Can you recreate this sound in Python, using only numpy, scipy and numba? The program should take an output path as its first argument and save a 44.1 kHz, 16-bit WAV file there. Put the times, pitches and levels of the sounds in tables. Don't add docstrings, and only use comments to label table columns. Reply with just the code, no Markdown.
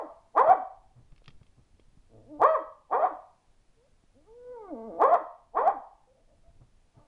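import sys
import numpy as np
from scipy import signal
from scipy.fft import rfft, irfft, next_fast_len
from scipy.io import wavfile
from scipy.ndimage import uniform_filter1d
from numba import njit

SR = 44100
rng = np.random.default_rng(int(sys.argv[2]) if len(sys.argv) > 2 else 0)


def bounce(signal):
    frames = np.transpose(np.atleast_2d(signal))
    limited = np.clip(frames, -1, 1)
    pcm = np.round(limited * 32767).astype(np.int16)
    wavfile.write(sys.argv[1], SR, pcm)


N = 311775

# pitch leap t/s, attack t/s, leap to top t/s, swell t/s, fall t/s, pitch after leap f/Hz, top pitch f/Hz,
# effort level/dB at first push, in hold, at top, in fall; roughness 0-1 of first push, of the rest;
# mouth opening as upper over lower band level/dB (before tilt) at first push, in fall
BARK_EVENTS = [(-.13, 0.0374, 0.1, .03, 0.039, 580, 690, -19, -22.5, -21, -31, 0.42, 0.384, 2.5, -6.5),
               (.381, 0.0371, .136, 0.065, .027, 575, 779.7, -11.5, -21, -10, -16, 0.17, 0.3214, 5.5, -5),
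               (2.431, 0.03932, .1, .02, 0.0473, 658, 636, -10, -18.5, -22, -16.5, .18, .05, 1.5, 6),
               (2.93, 0.0356, 0.11235, .03, 0.03997, 544.8, 725.1, -18, -23, -17, -23.5, .36, 0.368, -0.5, 1.5),
               (5.025, .043, 0.10956, .025, .042, 600, 719.5, -12, -19.5, -14.5, -13.5, .15, 0.33, 0.5, 1),
               (5.572, 0.03847, .114, .035, .028, 542, 813.7, -17.5, -22, -12.5, -22.5, 0.25, 0.302, 1, 2)]
# centre f/Hz, width f/Hz, relative level/dB
OPEN_THROAT = [(225.2, 130, -21.5), (470, 200, -3), (652.8, 130, -2.5), (869.15, 260, 5),
               (1111.1, 250, -0.5), (1404.2, 270, -17), (1638, 250, -21), (1875.7, 260, -23.5),
               (2285, 500, -33), (3200, 340, -42.5), (3600, 400, -46), (4430, 600, -55),
               (6535, 1500, -64.5)]


def barks():
    out = np.zeros(SR + N)
    for row in BARK_EVENTS:
        start_s, bark = voice(bark_course(*row), OPEN_THROAT, jitter=.07, flutter_hz=129.6, rasp=1.05,
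                              air=0.22, tilt_db=-0.2338, closing=.4)
        add(out, start_s + 1, bark)
    return out * amp(-3.0)


LEAD_S, PUSH_S, EASE_S, END_S, OPEN_S = .065, .025, 0.02, .098, .026
SLACK_HZ, LEAP_S, CLIMB_POWER = 204.94, .016, 2.6
ATTACK_POWER, RELEASE_S, GRUNT_DB, GRUNT_END_DB = 3.0, 0.025, -35.5, -43
FALL_SHARE = .52
ROUGH_START, ROUGH_END = .45, .15
MOUTH_START_DB, MOUTH_HOLD_DB, MOUTH_TOP_DB, MOUTH_END_DB = -19.5, -4.5, -11.5, -6


def bark_course(s, attack_s, top_s, swell_s, fall_s, leap_hz, top_hz, push_db, hold_db, top_db, fall_db,
                rough_push, rough_rest, open_db, reopen_db):
    t = np.arange(-LEAD_S, top_s + END_S, 1 / 1000)
    end = t[-1]
    eased = PUSH_S + EASE_S
    last_push = top_s + FALL_SHARE * fall_s
    grunt = last_push + RELEASE_S

    climb = np.clip(t / top_s, 0, 1) ** CLIMB_POWER
    taut_hz = leap_hz + (top_hz - leap_hz) * climb
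    tightening = 1 / (1 + np.exp(-t / LEAP_S))
    slackening = 1 + (np.maximum(t - top_s, 0) / fall_s) ** 2
    hz = SLACK_HZ + tightening / slackening * (taut_hz - SLACK_HZ)

    effort_db = np.interp(t, [PUSH_S, eased, max(eased, top_s - swell_s), top_s, last_push, grunt, end],
                          [push_db, hold_db, hold_db, top_db, fall_db, GRUNT_DB, GRUNT_END_DB])
    before_push = np.maximum(PUSH_S - t, 0) / attack_s
    effort_db -= 20 * np.log10(np.e) * before_push ** ATTACK_POWER

    rough = np.interp(t, [-OPEN_S, 0, PUSH_S, eased, grunt, end],
                      [ROUGH_START, rough_push, rough_push, rough_rest, rough_rest, ROUGH_END])
    mouth_db = np.interp(t, [-OPEN_S, 0, PUSH_S, eased, top_s, last_push, end],
                         [MOUTH_START_DB, open_db, open_db, MOUTH_HOLD_DB, MOUTH_TOP_DB, reopen_db, MOUTH_END_DB])
    return np.column_stack([s + t, hz, effort_db, rough, mouth_db])


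MOUTH_HZ = 880


def voice(rows, tract, jitter, flutter_hz, rasp, air, tilt_db, closing):
    s, *columns = np.transpose(rows)
    t = np.arange(s[0], s[-1], 1 / SR)
    hz, effort_db, rough, mouth_db = (np.interp(t, s, c) for c in columns)
    rough, n = np.clip(rough, 0, .9), len(t)

    turns = np.cumsum(hz * (1 + jitter * rough * wander(n, flutter_hz))) / SR
    folds = evened(sum(np.cos(2 * np.pi * k * turns) * (k * hz < SR / 4) for k in range(1, 25)))
    folds *= 1 + rasp * rough * wander(n, 40) * np.cos(np.pi * turns)
    puffs = evened((air + np.exp(-(turns % 1) / 0.18)) * rng.standard_normal(n))

    def throat(f):
        return sum(amp(db) / (1 + ((f - centre) / width) ** 2) ** 4 for centre, width, db in tract)

    def upper(f):
        return 1 - 1 / (1 + (f / MOUTH_HZ) ** 10)

    low = steadied(rung(folds + 1.2 * rough * puffs, lambda f: throat(f) * (1 - upper(f))))
    high = steadied(rung(folds + 1.6 * rough * puffs, lambda f: throat(f) * upper(f)))
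    opening = amp(mouth_db + tilt_db + 1.5 * wander(n, 16))
    sound = (low + opening * high) / np.sqrt(1 + opening ** 2)

    top_s = t[np.argmax(hz)]
    shut = closing * np.clip(2 * (t - top_s) / (t[-1] - top_s + 1 / SR) - .5, 0, 1)
    fundamental = np.sqrt(2) * np.cos(2 * np.pi * turns)
    sound = (1 - shut) * sound + shut * fundamental
    fade = np.clip(np.minimum(t - t[0], t[-1] - t) / 0.0046, 0, 1)
    return s[0], amp(effort_db) * fade * sound


# centre f/Hz, width f/Hz, relative level/dB
CLOSED_MUZZLE = [(113.7, 18, 7), (235, 72, 2), (308, 50, 2), (480, 170, 3), (650.6, 130, -2),
                 (865.6, 160, -10.5), (1183, 140, -19.5), (1483, 280, -37), (2086, 330, -44)]
# t/s, pitch f/Hz, effort level/dB, mouth opening level/dB
GROWL_CURVE = [(2.09, 114.8, -69.5, -12.5), (2.142, 114.6, -54.5, -24.5), (2.202, 115.1, -53.5, -20.5),
               (2.232, 127.6, -61.5, -24.5), (2.26, 219.2, -59.5, -21.5), (2.29, 276.7, -53, -27),
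               (2.32, 314.6, -44.5, -31), (2.348, 290.6, -45.5, -19), (2.39, 298.8, -48, -19.5)]
WHINE_CURVE = [(4.14, 215, -79, -11.5), (4.168, 262, -58, -29), (4.238, 332.4, -72.5, -25),
               (4.282, 435, -58, -5.5), (4.366, 482.5, -49.5, -26), (4.522, 502.2, -38, -21),
               (4.594, 445.3, -46, -1), (4.694, 360.7, -43.5, -10), (4.736, 267.9, -35, -31.5),
               (4.762, 223.3, -42.5, -9), (4.868, 225.6, -41.5, -11), (4.9, 195.5, -38, -30.5),
               (4.92, 162.8, -41.5, -15), (4.966, 166.3, -39.5, -18), (4.99, 179.6, -38, -26)]
# t/s, length t/s, first pitch f/Hz,
# last pitch f/Hz, mid-whimper effort level/dB, roughness 0-1, mouth opening level/dB
WHIMPER_EVENTS = [(3.759, 0.128, 443, 664, -65, 0.01, -20), (6.069, 0.0652, 501.4, 563.3, -59, 0.08, -30.5),
                  (6.14, 0.095, 584.4, 650, -64.5, 0.58, -23), (6.27, 0.0945, 583, 607, -65, 0.61, -21.5),
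                  (6.428, 0.082, 679, 712, -65, .35, -12), (6.938, 0.134, 660.6, 628.5, -63, .7, -1)]


def whines():
    out = np.zeros(N)
    courses = [whine_course(GROWL_CURVE), whine_course(WHINE_CURVE)]
    courses += [whimper_course(*row) for row in WHIMPER_EVENTS]
    for rows in courses:
        start_s, whine = voice(rows, CLOSED_MUZZLE, jitter=.14, flutter_hz=61.3, rasp=0.54, air=0.31,
                               tilt_db=-2.0, closing=0)
        add(out, start_s, whine)
    return out * amp(-0.26)


ROUGH_WHINE, ROUGH_GROWL, GROWL_HZ = 0.053, 0.37, 115


def whine_course(curve):
    s, hz, effort_db, mouth_db = np.transpose(curve)
    rough = ROUGH_WHINE + ROUGH_GROWL * (GROWL_HZ / hz) ** 4
    return np.column_stack([s, hz, effort_db, rough, mouth_db])


WHIMPER_ARCH_DB = 12


def whimper_course(s, length, first_hz, last_hz, db, rough, mouth_db):
    u = np.linspace(0, 1, 20)
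    hz = first_hz + (last_hz - first_hz) * u ** 2
    effort_db = db - WHIMPER_ARCH_DB * (2 * u - 1) ** 2
    same = np.ones(len(u))
    return np.column_stack([s + u * length, hz, effort_db, rough * same, mouth_db * same])


# t/s, peak level/dB before the tick trim and room
TICK_EVENTS = [(1.1208, -58.5), (1.1622, -54.5), (1.1797, -56), (1.2431, -57), (1.2592, -49), (1.28, -40),
               (1.3053, -52.5), (1.4315, -56), (1.4665, -60), (1.7975, -57)]
# f/Hz, relative level/dB, t60 t/s
TAG_MODES = [(1314, 3.5, 0.015), (2400, -2, 0.028), (2905, 7.5, 0.012), (3470, 3.5, 0.021),
             (3770, -25.5, .04), (4220, -21, 0.042), (5660, -30, 0.042), (7300, -33, .03)]


def ticks():
    out, t = np.zeros(N), np.arange(SR // 10) / SR
    for s, db in TICK_EVENTS:
        ring = np.zeros(len(t))
        for hz, level, t60 in TAG_MODES:
            decay = amp(level - 60 * t / t60) * rng.uniform(0.27, 1.6)
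            ring += decay * np.sin(2 * np.pi * hz * rng.uniform(0.9, 0.96) * t)
        hiss = shaped(rng.standard_normal(len(t)), lambda f: 1 / (1 + ((f - 3300) / 2000) ** 4))
        scrape = hiss * np.exp(-t / 0.0038)
        tick = ring + 3.5 * scrape
        add(out, s, amp(db + 2.5) * tick / abs(tick).max())
    return out


# t/s, envelope peak level/dB, swell t/s (peak at twice this)
THUMP_EVENTS = [(0.483, -39.5, 0.00337), (.949, -51, 0.01616), (1.121, -53, 0.00354), (1.219, -48, 0.00048),
                (1.277, -41.5, 0.00334), (1.411, -49.5, 0.0029), (1.57, -54, 0.0084),
                (1.796, -50, 0.000582), (1.971, -52, 0.00214), (2.388, -46, 0.0071), (4.036, -54, 0.00093),
                (6.378, -58.5, 0.0041), (6.501, -56, 0.00293), (6.601, -49, 0.00833), (6.963, -49, 0.00776)]
THUMP_HZ, SHARP_S = 120.8, 0.00086


def thumps():
    out, t = np.zeros(N), np.arange(SR // 4) / SR
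    for s, db, swell in THUMP_EVENTS:
        u = t / swell
        hz = THUMP_HZ * (1 + (SHARP_S / swell) ** 2)
        scuff = 0.31 * wander(len(t), 267) + 0.19 * wander(len(t), 1000)
        body = np.sin(2 * np.pi * hz * t) + scuff
        envelope = (u / 2) ** 2 * np.exp(2 - u)
        add(out, s, amp(db) * body * envelope)
    return out


# f/Hz, relative level/dB per Hz
HISS_COLOUR = [(100, 1.5), (300, -4.5), (700, -6.5), (1200, -12), (2500, -15.5), (5000, -18.5),
               (10000, -22)]
HISS_DB = -72
# f/Hz, relative level/dB per Hz
RUMBLE_COLOUR = [(10, -2), (28, 1.5), (50, -10), (90, -12.5), (150, -21.5), (300, -28), (800, -54.5),
                 (3000, -93.5)]
# t/s, level/dB
RUMBLE_COURSE = [(0.0, -73), (0.53, -57), (0.59, -71), (1.02, -59.5), (1.26, -62.5), (1.28, -50.5),
                 (1.5, -63.5), (2.56, -62), (2.6, -71), (5.12, -67), (5.32, -72), (5.73, -58), (6.0, -73),
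                 (6.5, -59.5), (6.93, -70.5), (6.99, -61.5), (7.07, -73)]


def background():
    t = np.arange(N) / SR
    hiss, rumble = (evened(shaped(rng.standard_normal(N), lambda f: amp(read(colour, f))))
                    for colour in (HISS_COLOUR, RUMBLE_COLOUR))
    course_db = np.interp(t, *np.transpose(RUMBLE_COURSE))
    rumble *= amp(course_db + 2.5 * wander(N, 23) + 2.5)
    return amp(HISS_DB) * hiss + rumble


# f/Hz, t60 t/s
ROOM_DECAY = [(200, 0.12), (530, 0.39), (900, 0.546), (1400, 0.39), (3700, 0.48), (8000, 0.66)]


def room(x, early_db, tail_db):
    taps = np.zeros(SR)
    at = np.arange(130, SR - 20, 20)
    taps[at + rng.integers(0, 20, len(at))] = rng.choice([-1., 1.], len(at))
    hz, t, z = signal.stft(taps, SR, nperseg=256)
    decay = amp(-60 * t / read(ROOM_DECAY, hz)[:, None])
    tail = signal.istft(z * decay, SR, nperseg=256)[1][:SR]
    early = taps[::-1] * np.exp(-np.arange(SR) / SR / 0.015)
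    echoes = amp(early_db) * early / np.linalg.norm(early) + amp(tail_db) * tail / np.linalg.norm(tail)
    return x + signal.fftconvolve(x, echoes)[:len(x)]


def amp(db):
    return 10 ** (np.asarray(db) / 20)


def evened(x):
    return x / np.sqrt(np.mean(x ** 2) + 1e-20)


def steadied(x, size=900):
    return x / np.sqrt(abs(uniform_filter1d(x ** 2, size)) + 1e-12)


def read(points, hz):
    f, value = np.transpose(points)
    return np.interp(np.log(hz + 1), np.log(f + 1), value)


def add(mix, s, sound):
    part = mix[max(0, round(s * SR)):][:len(sound)]
    part += sound[:len(part)]


def shaped(x, gain):
    n = next_fast_len(len(x) + 2048)
    return irfft(rfft(x, n) * gain(np.fft.rfftfreq(n, 1 / SR)), n)[:len(x)]


def wander(n, hz):
    return evened(shaped(rng.standard_normal(n), lambda f: 1 / (1 + (f / hz) ** 4)))


def rung(x, gain):
    n = 2 * next_fast_len(len(x) // 2 + 2048)
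    log_gain = np.log(gain(abs(np.fft.fftfreq(n, 1 / SR))) + 1e-5)
    response = np.exp(np.conj(signal.hilbert(log_gain)))
    return irfft(rfft(x, n) * response[:n // 2 + 1], n)[:len(x)]


def scene():
    loud = room(barks(), early_db=-7.5, tail_db=-5)[SR:]
    soft = room(whines(), early_db=-11.5, tail_db=-7.5)
    collar = room(ticks(), early_db=-11.5, tail_db=-21.5)
    return (loud + soft + collar + thumps() + background())[None]


@njit
def stepped_gain(x, ceiling, step, recovery, holds):
    out, gain, wait = np.zeros(len(x)), 1.0, 0.0
    for i in range(len(x)):
        wait -= 1
        if abs(x[i]) * gain > ceiling and wait <= 0:
            gain, wait = gain * step, holds[i]
        gain = min(1.0, gain * recovery)
        out[i] = x[i] * gain
    return out


EDGE_HZ = 10700


def record(dry):
    ceiling, step_db, recovery_db_per_s, mean_hold_s = .29, -.9, 2.6, .011
    holds = SR * mean_hold_s * rng.exponential(1, N)
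    held = stepped_gain(dry[0], ceiling, float(amp(step_db)), float(amp(recovery_db_per_s / SR)), holds)
    lowpass = signal.firwin(301, EDGE_HZ, window=("kaiser", 8), fs=SR)
    return signal.oaconvolve(held, lowpass, "same")[None]


dry = scene()
out = record(dry)
bounce(out)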